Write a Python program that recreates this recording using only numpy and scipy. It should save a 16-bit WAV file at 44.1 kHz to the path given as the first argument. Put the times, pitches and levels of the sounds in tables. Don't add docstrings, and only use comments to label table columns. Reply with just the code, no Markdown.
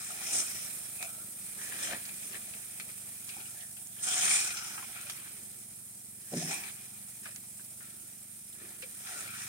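import sys
import numpy as np
from scipy import signal
from scipy.fft import rfft, irfft, next_fast_len
from scipy.io import wavfile
from scipy.ndimage import uniform_filter1d

SR = 44100
rng = np.random.default_rng(int(sys.argv[2]) if len(sys.argv) > 2 else 0)


def amplitude_ratio(level_db):
    exponent = np.asarray(level_db, float) / 20
    return 10 ** exponent


def wav_out(sig):
    wavfile.write(sys.argv[1], SR, np.round(np.clip(np.atleast_2d(sig).T, -1, 1) * 32767).astype(np.int16))


N = 418068
T = np.arange(N) / SR
FAST = next_fast_len(N)


# (time [s], heat level [dB], drip level [dB])
COOKING = [(0.0, -51.5, -58.5), (0.39, -46.5, -55.5), (0.71, -47.5, -58.5), (1.32, -50.5, -67.5),
           (1.74, -48, -55.5), (2.6, -51, -64), (3.3, -51.5, -65), (3.91, -53, -76.5), (4.28, -46, -38),
           (4.6, -51, -54.5), (5.2, -52, -58.5), (5.62, -54, -72), (6.15, -55.5, -75.5), (6.5, -48.5, -64),
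           (6.78, -53, -65), (7.4, -53.5, -72), (8.45, -55.5, -72), (9.24, -51.5, -64)]


def cooking():
    heat_db, drip_db = columns(COOKING)
    return heat_db + 52, drip_db + 65


# (frequency [Hz], level per Hz [dB])
HISS = [(190, -13.5), (320, -15.5), (539, -19.5), (723, -13.5), (784, -17), (1340, -20), (3570, -20.5),
        (4340, -17.5), (6730, -12.5), (8730, 2.5), (12000, -6.5), (15700, -9)]


def sizzle():
    heat, _ = cooking()
    hiss = fizz(HISS, 6000, 1.3, wash=2.0, patchy_db=1.5)
    hiss /= band(hiss.mean(0), 9700, 15500).std()
    return hiss * amplitude_ratio(heat - 52) * flicker(0.0082, 0.94)


# (frequency [Hz], level per Hz [dB])
SPIT = [(200, -13), (330, 2.5), (520, -9), (700, -0.5), (1030, -5.5), (1300, -6.5), (2400, -2.5),
        (4150, -7.5), (4800, -14), (5150, -4), (6400, -3), (7200, -1.5), (8700, -5.5), (9600, 2)]
# (frequency [Hz], width [Hz], level [dB])
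BARS = [(734, 9.3, -12), (1356, 17, -23), (1713, 12, -9), (1920, 15, -10), (2330, 130, -14.5),
        (2480, 95, -12.5), (3140, 7.9, -38), (5160, 72, -9.5), (5400, 60, -13), (5650, 60, -10),
        (5870, 36, -18), (6550, 60, -10), (7340, 170, -27), (8720, 540, -6)]


def spray():
    drops = fizz(SPIT, 3500, 4.1, wash=1.58, patchy_db=2.05) * flicker(0.009, 1.0)
    hz = np.fft.rfftfreq(FAST, 1 / SR)
    lift = sum(3 * amplitude_ratio(db) / (1 + (2 * (hz - f) / width) ** 2) for f, width, db in BARS)
    return irfft(rfft(drops, FAST) * (1 + lift), FAST)[:, :N]


# (peak time [s], rise [s], fall [s], spit level [dB], duller part level [dB])
FLARES = [(0.05, 0.13, 0.39, -45.5, -55.5), (0.27, 0.067, 0.2, -45, -47.5),
          (0.345, 0.059, 0.063, -32.5, -42.5), (0.39, 0.064, 0.087, -32.5, -43.5),
          (0.5, 0.21, 0.36, -63, -50), (1.03, 0.02, 0.06, -49, -55), (1.62, 0.089, 0.36, -49.5, -59),
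          (1.85, 0.095, 0.12, -40.5, -48.5), (2.21, 0.36, 1, -54, -65.5), (3.428, 0.44, 0.53, -54, -65.5),
          (4.04, 0.042, 0.2, -36, -53), (4.1, 0.066, 0.36, -37, -43.5), (4.22, 0.13, 0.32, -32.5, -43.5),
          (4.33, 0.13, 0.16, -30, -39.5), (4.43, 0.1, 0.11, -38, -45), (4.58, 0.11, 0.33, -62, -48),
          (5.12, 0.061, 0.058, -74, -54), (6.38, 0.087, 0.14, -45.5, -49.5),
          (6.43, 0.096, 0.12, -55, -50.5), (6.49, 0.073, 0.11, -56, -46.5),
          (6.54, 0.082, 0.045, -39.5, -49), (6.59, 0.12, 0.06, -60, -52), (6.68, 0.091, 0.2, -50.5, -69),
          (7.25, 0.06, 0.12, -55, -63), (9.11, 0.22, 0.38, -60, -58), (9.21, 0.22, 0.049, -44.5, -59),
          (9.4, 0.1, 0.24, -49.5, -55.5)]


def spitting_fat(drops):
    heat, drip = cooking()
    spit_db, dull_db = np.transpose(FLARES)[3:]
    rest_db = -58.5 + 0.64 * heat
    spit = swells(FLARES, spit_db, rest_db)
    dull = swells(FLARES, dull_db, -68 + 0.34 * drip)
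    mix = evened(band(drops, 7900, 9430, soft_hz=123)) * spit * amplitude_ratio(-2)
    mix += evened(band(drops, 9430, 11500, soft_hz=500)) * spit * amplitude_ratio(-19)
    mix += evened(band(drops, 6200, 7900, soft_hz=120)) * np.sqrt(spit * dull) * amplitude_ratio(-1)
    mix += evened(band(drops, 5000, 6200, soft_hz=90)) * dull
    mix += evened(band(drops, 3750, 5000, soft_hz=150)) * spit * amplitude_ratio(-22)
    lean_db = 0.8 * (1 - amplitude_ratio(rest_db) / spit)
    return mix * amplitude_ratio(np.outer([1, -1], lean_db))


# (peak time [s], rise [s], fall [s], level [dB], pitch [Hz])
RUSHES = [(0.12, 0.04, 0.26, -64, 720), (0.24, 0.12, 0.15, -68, 754), (0.36, 0.2, 0.13, -52, 600),
          (1.03, .05, 0.48, -65.5, 676), (1.61, 0.2, 0.56, -68, 430), (1.85, 0.46, 0.14, -59, 553),
          (1.93, 0.13, 0.054, -48, 600), (2.33, 0.075, 0.15, -61.5, 457), (2.5, 0.4, 0.4, -68.5, 633),
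          (2.85, 0.09, 0.17, -64.5, 500), (3.41, 0.11, 0.053, -62, 810), (3.59, 0.076, 0.21, -73, 700),
          (4.1, 0.071, 0.58, -53, 710), (4.33, 0.2, 0.092, -65, 790), (4.75, 0.85, 0.19, -62, 900),
          (5.34, 0.14, 0.43, -68.5, 394), (6.34, 0.02, 0.16, -51, 457), (6.42, 0.068, 0.061, -50, 593),
          (6.55, 0.15, 0.13, -48.5, 890), (7.24, 0.069, 0.11, -74, 614), (7.68, 0.25, 1, -74.5, 606),
          (8.66, 0.11, 0.19, -62.5, 503), (9.11, 0.16, 0.24, -61.5, 740), (9.21, 0.17, 0.2, -65, 457),
          (9.4, 0.32, 0.33, -68, 835)]


def rushing_flames(drops):
    _, drip = cooking()
    peak_s, _, _, rush_db, pitch_hz = np.transpose(RUSHES)
    roar = evened(band(drops, 213, 1050))
    pitched = evened(resonate(roar, np.interp(T, peak_s, pitch_hz), 170))
    roar = evened(roar + 1.5 * pitched) * flicker(.02, 1.7)
    return roar * swells(RUSHES, rush_db, -76 + drip)


# (peak time [s], rise [s], fall [s], level [dB], pitch [Hz])
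SCRAPES = [(0.0, .1, .3, -66, 1400), (0.26, 0.33, 0.15, -52, 2120), (0.42, .3, 0.055, -60, 1400),
           (0.5, .1, 0.27, -70, 2350), (1.031, 0.05, 0.046, -49, 2450), (1.08, 0.12, 0.35, -63, 1400),
           (1.6, 0.022, 0.58, -53, 1680), (1.79, 0.13, 0.18, -48.5, 1920), (1.93, 0.19, 0.087, -42.5, 1960),
           (2.35, 0.044, 0.055, -48.5, 1920), (3.3, 0.025, 0.27, -54, 2630), (3.38, 0.042, 0.19, -65, 1400),
           (3.6, 0.14, 0.11, -62, 1720), (4.09, 0.05, 0.38, -54.5, 1400), (4.2, 0.17, 0.15, -47, 1910),
           (4.3, 0.07, 0.3, -46.5, 2450), (4.52, 0.1, 0.12, -69, 2450), (4.62, 0.28, 0.26, -52, 1400),
           (4.95, 0.032, 0.15, -61, 2450), (4.96, 0.029, 0.12, -50, 1490), (4.98, 0.66, 0.5, -86, 2310),
           (6.42, 0.16, 0.024, -49, 1880), (6.52, 0.043, 0.16, -46.5, 2160),
           (6.54, 0.06, 0.098, -45.5, 2430), (6.8, 0.05, 0.073, -58, 2800), (6.7, 0.3, 0.017, -47.5, 2020),
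           (7.26, 0.029, 0.083, -50.5, 2000), (7.84, 0.035, .35, -61, 1540), (8.61, 0.067, 0.4, -57, 1600),
           (8.835, 0.011, 0.017, -47, 2370), (9.08, 0.1, 0.98, -49.5, 1570),
           (9.15, 0.051, 0.57, -56.5, 1400), (9.17, 0.17, 0.22, -60, 2340), (9.3, 0.06, 0.28, -58, 2370),
           (9.4, 0.11, 0.3, -50, 1920), (0.36, 0.19, 0.095, -65, 3250), (1.825, 0.052, 0.056, -49, 3330),
           (4.1, 0.068, 0.27, -46.5, 3180), (4.23, 0.26, .3, -45, 3070), (5.099, .006, 0.023, -48, 3420)]
# (frequency [Hz], width [Hz])
HOLLOWS = [(1400, 260), (1760, 330), (2450, 340), (3250, 700)]


def steam_and_scrapes(drops):
    _, drip = cooking()
    dull_db = np.transpose(FLARES)[4]
    drag_db, drag_hz = np.transpose(SCRAPES)[3:]
    steam = band(drops, 1050, 5000)
    steam_db = np.r_[dull_db, drag_db] - 4
    mix = evened(steam) * swells(FLARES + SCRAPES, steam_db, -63 + 0.88 * drip)
    for hz, width in HOLLOWS:
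        mismatch_db = 76 * abs(np.log2(drag_hz / hz))
        woken = swells(SCRAPES, drag_db - mismatch_db, -87 + 0.9 * drip)
        sputter = flicker(.012, 2.2)
        drift_hz = hz * (1 + .03 * evened(uniform_filter1d(np.log(sputter), size=3000)))
        ring = fixed_resonance(resonate(steam, drift_hz, width), hz, 1.8 * width)
        mix += evened(ring) * woken * sputter
    return mix


def flare():
    drops = spray()
    return spitting_fat(drops) + rushing_flames(drops) + steam_and_scrapes(drops)


# (time [s], peak level [dB], ring [Hz], left-right [dB])
TAPS = [(0.0644, -51, 1950, 11), (0.991, -66, 2400, -14), (1.0255, -56, 2500, 0), (1.6157, -47.5, 1740, 12),
        (1.713, -54, 1710, -7), (1.9089, -40.5, 2270, 13), (2.0544, -51, 2300, 13), (2.3311, -52, 2300, 17),
        (2.3532, -44, 2130, 1), (2.5373, -49, 2450, 12.5), (2.7991, -41.5, 2280, 10),
        (3.2903, -51, 2700, 19), (3.402, -46.5, 2620, 4), (3.6072, -52.5, 3250, -14),
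        (3.7683, -51.5, 2700, 5), (4.5053, -38.5, 2420, 6), (4.569, -39.5, 2550, 1), (4.778, -39, 1520, 3),
        (5.0964, -46.5, 1540, -5), (5.259, -52, 1680, 0), (6.3979, -51, 1920, -2), (6.5094, -36, 2100, 5),
        (6.8433, -59, 2750, 11), (7.2565, -45, 1520, 3), (7.3602, -50.5, 2330, -1),
        (7.5953, -54.5, 1560, 6), (7.805, -53.5, 1610, 9), (8.528, -58, 3480, 9), (8.8238, -48, 2480, -7),
        (8.8245, -48, 3200, 4), (9.0808, -59, 1740, 6)]
# (time [s], peak level [dB], ring [Hz], left-right [dB])
KNOCKS = [(0.098, -52, 700, 4), (1.004, -50, 700, 3), (1.024, -48, 700, -3), (3.367, -55.5, 795, 6),
          (3.6, -63, 734, 15), (1.914, -56, 680, -6), (4.778, -53, 850, 5), (7.259, -59.5, 640, -5),
          (8.615, -56.5, 366, 11), (8.827, -54.5, 505, 8)]
# (time [s], peak level [dB], ring [Hz], left-right [dB])
TOUCHES = [(0.0169, -43, 1290, 4.5), (0.1043, -38, 1310, 4), (0.4673, -39, 2450, -4),
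           (0.5147, -42, 2250, 0.0), (0.5487, -47, 1900, 2.0), (1.007, -36, 2290, 6),
           (1.5968, -43, 1650, 3.0), (1.7689, -48, 1680, 4.5), (2.091, -38, 2460, 13),
           (2.2762, -45, 2280, -2), (2.6294, -46, 2210, 3), (2.7207, -46, 2450, 5), (2.8903, -38, 2320, 6),
           (3.3667, -47, 2330, 2.0), (3.4545, -37, 2710, 6), (3.966, -46, 1660, 0.0),
           (4.074, -36, 1410, -11), (4.234, -29, 2480, -11), (4.313, -21, 2260, -1),
           (4.7082, -42, 2440, 1.5), (4.9482, -40, 2350, 1), (5.1741, -38, 2440, 1), (6.4762, -34, 1910, 5),
           (6.5294, -38, 2330, 7), (7.232, -47, 1700, 4), (8.8494, -46, 2450, 6.5), (9.06, -47, 1400, 1),
           (9.1227, -49, 1380, 3), (9.2758, -36, 2280, 7), (9.3013, -39, 2400, 13), (9.3402, -41, 2330, 10),
           (1.709, -36, 1750, -3), (1.722, -30, 1740, 2), (1.872, -32, 1770, 2), (4.825, -37, 1100, 4),
           (7.263, -46, 2200, -5), (7.264, -41, 1180, 8)]


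def spatula():
    out = np.zeros((2, N + 8000))
    # (blows, t60 [s], level [dB], share of dull noise, share of ring, ring half-width as share of pitch)
    kinds = [(TAPS, 0.1, -5.5, .7, 1.15, .15),
             (KNOCKS, 0.22, -5.5, 0.3, 3.2, .07),
             (TOUCHES, 0.077, -12.5, .4, 1.6, .08)]
    for rows, t60, trim_db, dull, clear, span in kinds:
        for s, db, hz, pan_db in rows:
            noise = np.sqrt(SR / hz) * burst(t60, pan_db)
            ring = dull * band(noise, .5 * hz, 2 * hz, soft_hz=30)
            ring += clear * band(noise, (1 - span) * hz, (1 + span) * hz, soft_hz=30.2)
            out[:, round(s * SR):][:, :8000] += amplitude_ratio(db + trim_db) * ring
    return out[:, :N]


# (time [s], peak level [dB], left-right [dB])
CRACKS = [(2.0536, -28, 0), (2.799, -29.5, -7), (3.291, -29.5, 8), (4.5053, -27, 8), (4.57, -23, -2),
          (5.0992, -22, -1), (6.3976, -30, -15), (7.359, -40, 3), (8.8238, -38, -2)]


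def cracks():
    out = np.zeros((2, N + 8000))
    for s, db, pan_db in CRACKS:
        crack = band(burst(0.07, pan_db), 4000, 9600, soft_hz=905)
        out[:, round(s * SR):][:, :8000] += amplitude_ratio(db - 9.5) * crack
    return out[:, :N]


# (time [s], peak level [dB], left-right [dB])
TICKS = [(0.6619, -25, 0), (1.0266, -25, -15), (2.0537, -30, -3.5), (3.2844, -27, -2.5),
         (3.3677, -31, -3.0), (3.7688, -34, -1.5), (3.8716, -28.5, -5), (4.0865, -13.5, 4),
         (5.0125, -27, 4), (5.0973, -31, -1.5), (5.4181, -36, -2.0), (7.3604, -26.5, -6),
         (7.6036, -37, -2.5), (8.1838, -37, -1.5), (8.6916, -35, -3.0), (9.3906, -35, -4)]
# (time [s], peak level [dB], pitch [Hz], left-right [dB])
SNAPS = [(0.6633, -25, 8800, -14), (1.9106, -31, 2100, 1), (2.3543, -31, 2250, -2), (2.7998, -33, 2250, 7),
         (4.0878, -21, 8800, 2), (4.3125, -27, 2240, 1), (5.0985, -28, 3400, -2), (7.2565, -39, 1500, 0),
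         (8.8255, -35, 2800, 0), (1.0277, -24, 8900, -5), (5.0982, -34, 1600, -2)]


def ticks():
    out, t = np.zeros((2, N + 400)), np.arange(-100, 300) / SR
    spits = []
    for s, db, pan_db in TICKS[1:]:
        spits.append((s + .0008, db + 1, 8500 * rng.uniform(.75, 1.1), pan_db))
    for s, db, hz, pan_db in spits + SNAPS:
        fade = np.exp(-np.where(t < 0, -2, 1) * t * hz / 1.3)
        tick = np.cos(2 * np.pi * hz * t) * fade
        both = np.array([np.roll(tick, 6), tick])
        out[:, round(s * SR) - 100:][:, :400] += amplitude_ratio(db) * both * panned(pan_db)
    return band(out[:, :N], 900, SR, soft_hz=200)


# (time [s], peak level [dB], t60 [s], left-right [dB])
POPS = [(1.0266, -18, .01, -5.5), (2.798, -30, .025, -1.5), (3.2844, -36, .03, -1.5),
        (5.0973, -24, .025, -1.5), (6.3374, -29, .025, -4.5), (8.8228, -31, .025, -1)]


def pops():
    out, t = np.zeros((2, N + 2000)), np.arange(2000) / SR
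    u = t / 5.5e-5
    push = 1.1 * (1 - u) * np.exp(-u)
    pushes = np.array([np.roll(push, 46), np.roll(push, 38)])
    for s, db, t60, pan_db in POPS:
        droplets = .33 * rng.standard_normal((2, 2000)) * amplitude_ratio(-60 * t / t60)
        sound = pushes + np.roll(droplets, 38, axis=1)
        out[:, round(s * SR):][:, :2000] += amplitude_ratio(db) * sound * panned(pan_db)
    return band(out[:, :N], 400, 13000, soft_hz=400)


# (time [s], peak level [dB], hardness [dB per octave], rise [s])
THUDS = [
    (6.319, -28, 4, .005),
    (6.334, -19.5, 3, 0.0022),
    (6.351, -24.5, -5, .005),
    (6.367, -20, -8, .004),
    (6.434, -26.5, -13.5, .012),
    (6.455, -30, -12, .008),
    (6.485, -30, -4, 0.0046),
]
FIREBOX_HZ = 164.5, 209.6, 242.6, 322.7, 368, 428, 573, 690
# (level [dB], t60 [s])
FIREBOX = [(0.5, 0.11), (0, 0.065), (-2, 0.089), (-4, 0.11), (-1, 0.076), (-3.5, 0.07), (0.5, 0.037),
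           (-4, 0.028)]


def thuds():
    out, t = np.zeros(N), np.arange(12000) / SR
    for s, db, hard_db, rise in THUDS:
        ring = np.zeros(12000)
        for hz, (mode_db, t60) in zip(FIREBOX_HZ, FIREBOX):
            fade = amplitude_ratio(mode_db + hard_db * np.log2(hz / 300) - 60 * t / t60)
            ring += fade * np.sin(2 * np.pi * hz * t)
        out[round(s * SR):][:12000] += amplitude_ratio(db - 9) * ring * (1 - np.exp(-t / max(rise, 2e-4)))
    return band(out, 145, 800, soft_hz=20)


# (frequency [Hz], level per Hz [dB])
FLUTTER = [(15, -49), (36, -30), (52, -8.5), (107, -15), (205, -3), (288, -13.5), (352, -8), (500, -22.5),
           (650, -68), (1100, -120)]


def burners():
    _, drip = cooking()
    rush_db, pitch_hz = np.transpose(RUSHES)[3:]
    flutter = evened(fizz(FLUTTER, 300, 1.5, wash=0.52, patchy_db=2.5, size=2048))
    gust_db = rush_db - 4.5 - 8 * np.log2(pitch_hz / 600)
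    return flutter * swells(RUSHES, gust_db, -68 + 0.17 * drip)


# (time [s], firings per second [Hz])
ENGINE = [(0, 24.82), (.59, 25.23), (1.19, 25.2), (1.78, 24.24), (2.37, 24.42), (2.96, 24.63),
          (3.56, 24.42), (4.15, 23.57), (4.74, 23.7), (5.33, 23.3), (5.93, 22.57), (6.52, 22.71),
          (7.11, 23.44), (7.7, 24.18), (8.3, 24.75), (8.89, 24.97), (9.48, 25.1)]
# (time [s], level [dB])
EXHAUST = [
    (0, 0),
    (.0097, -4),
    (.0196, -10),
    (.029, -18),
]
# (time [s], level [dB], boom level [dB])
ENGINE_DB = [(0, -64, -76), (3, -64.5, -73), (5.5, -65, -72.5), (7.5, -64, -73.5), (9.22, -66.5, -78),
             (9.27, -63, -64.5), (9.48, -63, -64)]


def engine():
    turns = np.cumsum(columns(ENGINE)[0]) / SR
    fired = np.diff(np.floor(turns + .65), prepend=0) > 0
    blows = fired * amplitude_ratio(.7 * rng.standard_normal(N))
    blows = sum(amplitude_ratio(db) * np.roll(blows, int(s * SR)) for s, db in EXHAUST)
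    u = np.arange(-400, 401) / SR / 0.0017
    puff = (1 - u ** 2 + u) * np.exp(-u ** 2 / 2)
    puffs = band(signal.oaconvolve(blows, puff, "same"), 136, 900, soft_hz=24.8)
    db, boom_db = columns(ENGINE_DB)
    tailpipe = amplitude_ratio(-15) * evened(band(puffs, 237, 260, soft_hz=4))
    puffs = evened(puffs) + tailpipe
    boom = evened(band(puffs, 72.0, 135, soft_hz=3.8))
    return amplitude_ratio(db) * puffs + amplitude_ratio(boom_db) * boom


# (frequency [Hz], likeness [0-1])
SAME = [(100, .97), (430, .88), (550, .68), (850, .5), (1050, .7), (1220, .3), (1450, .68), (1800, .48),
        (2400, .72), (3000, .28), (4000, .2), (15000, .08)]
# (frequency [Hz], lead [radians])
LEAD = [(100, 0), (780, 0), (1030, -3), (1150, -3), (1290, -.7), (1550, -1.6), (2250, -1), (2840, -3),
        (3900, -9.5), (6000, -15.5), (9000, -24), (15000, -41)]
# (frequency [Hz], left-right [dB])
TILT = [(60, 3), (92, -5), (140, 5.5), (210, 0.5), (330, -0.5), (500, 1.5), (770, 4), (1170, 3), (1790, 1),
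        (2740, 3.5), (4190, -1.5), (6410, 1.5), (9810, -5), (15000, -0.5)]


def ports(near, apart):
    hz, left = np.fft.rfftfreq(FAST, 1 / SR), rfft(near, FAST)
    same, tilt = np.clip(read(SAME, hz), 0, 1), amplitude_ratio(read(TILT, hz) / 2)
    shared = same * left * np.exp(-1j * read(LEAD, hz))
    right = shared + np.sqrt(1 - same ** 2) * rfft(apart, FAST)
    return irfft(np.array([left * tilt, right / tilt]), FAST)[:, :N]


def panned(pan_db):
    return amplitude_ratio([[pan_db / 2], [-pan_db / 2]])


def fizz(spectrum, per_s, spread_db, wash, patchy_db, size=512):
    hit = rng.random((2, N)) < per_s / SR
    sizes = amplitude_ratio(spread_db * np.minimum(rng.exponential(1, (2, N)), 3.2))
    bursts = hit * sizes * rng.standard_normal((2, N))
    raw = ports(*(evened(bursts) / np.sqrt(2) + wash * rng.standard_normal((2, N))))
    hz, _, z = signal.stft(raw, SR, nperseg=size, noverlap=size * 3 // 4)
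    patches = rng.standard_normal(z.shape[::-1]).T
    patches = uniform_filter1d(uniform_filter1d(patches, size=6, axis=1), size=14, axis=2)
    z *= amplitude_ratio(read(spectrum, hz)[:, None] + patchy_db * patches / patches.std())
    return signal.istft(z, SR, nperseg=size, noverlap=size * 3 // 4)[1][:, :N]


def burst(t60, pan_db):
    noise = rng.standard_normal((2, 8000)) * amplitude_ratio(-60 * np.arange(8000) / SR / max(t60, .002))
    noise[1] = .5 * np.roll(noise[0], -8) + 1.09 * noise[1]
    return noise * panned(pan_db)


def swells(rows, db, rest_db):
    s, rise, fall = np.transpose(rows)[:3, :, None]
    t = T[::64]
    before, after = (s - t) / np.maximum(rise, .005), (t - s) / np.maximum(fall, .005)
    away_db = 20 * np.where(t < s, before, after)
    down_db = np.hypot(away_db, 3.0) - 3.0
    power = (amplitude_ratio(np.asarray(db)[:, None] - down_db) ** 2).sum(0)
    return np.interp(T, t, np.sqrt(power + amplitude_ratio(rest_db[::64]) ** 2))


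def flicker(seconds, db):
    size = max(int(seconds * SR), 2)
    smooth = uniform_filter1d(uniform_filter1d(rng.standard_normal(N), size), size)
    return amplitude_ratio(db * evened(smooth))


def resonate(x, hz, width):
    turn = np.exp(2j * np.pi * np.cumsum(hz * np.ones(N)) / SR)
    r = np.exp(-np.pi * width / SR)
    return 2 * (turn * signal.lfilter([1 - r], [1, -r], x / turn)).real


def fixed_resonance(x, hz, width):
    r = np.exp(-np.pi * width / SR)
    return 2 * signal.lfilter([1 - r], [1, -r * np.exp(2j * np.pi * hz / SR)], x).real


def band(x, lo_hz, hi_hz, soft_hz=60):
    size = next_fast_len(x.shape[-1])
    hz = np.fft.rfftfreq(size, 1 / SR)
    edges = .25 * (1 + np.tanh((hz - lo_hz) / soft_hz)) * (1 + np.tanh((hi_hz - hz) / soft_hz))
    return irfft(rfft(x, size) * np.sqrt(edges), size)[..., :x.shape[-1]]


def evened(x):
    return x / np.sqrt(np.mean(np.atleast_2d(x).mean(0) ** 2) + 1e-20)


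def read(points, hz):
    f, value = np.transpose(points)
    return np.interp(np.log(hz + 1), np.log(f + 1), value)


def columns(rows):
    s, *rest = np.transpose(rows)
    return [np.interp(T, s, c) for c in rest]


def scene():
    cooking_sounds = sizzle() + flare() + cracks() + ticks() + pops()
    low = (thuds() + engine()) * amplitude_ratio([[-.3], [.3]])
    return cooking_sounds + spatula() + burners() + low


def roll_off(x):
    return signal.sosfilt(signal.butter(12, 17060, fs=SR, output="sos"), x)


def record(dry):
    heard = band(dry, 46, SR, soft_hz=23)
    heard = band(heard, -999, 15820, soft_hz=12)
    return roll_off(heard)


dry = scene()
out = record(dry)
wav_out(out)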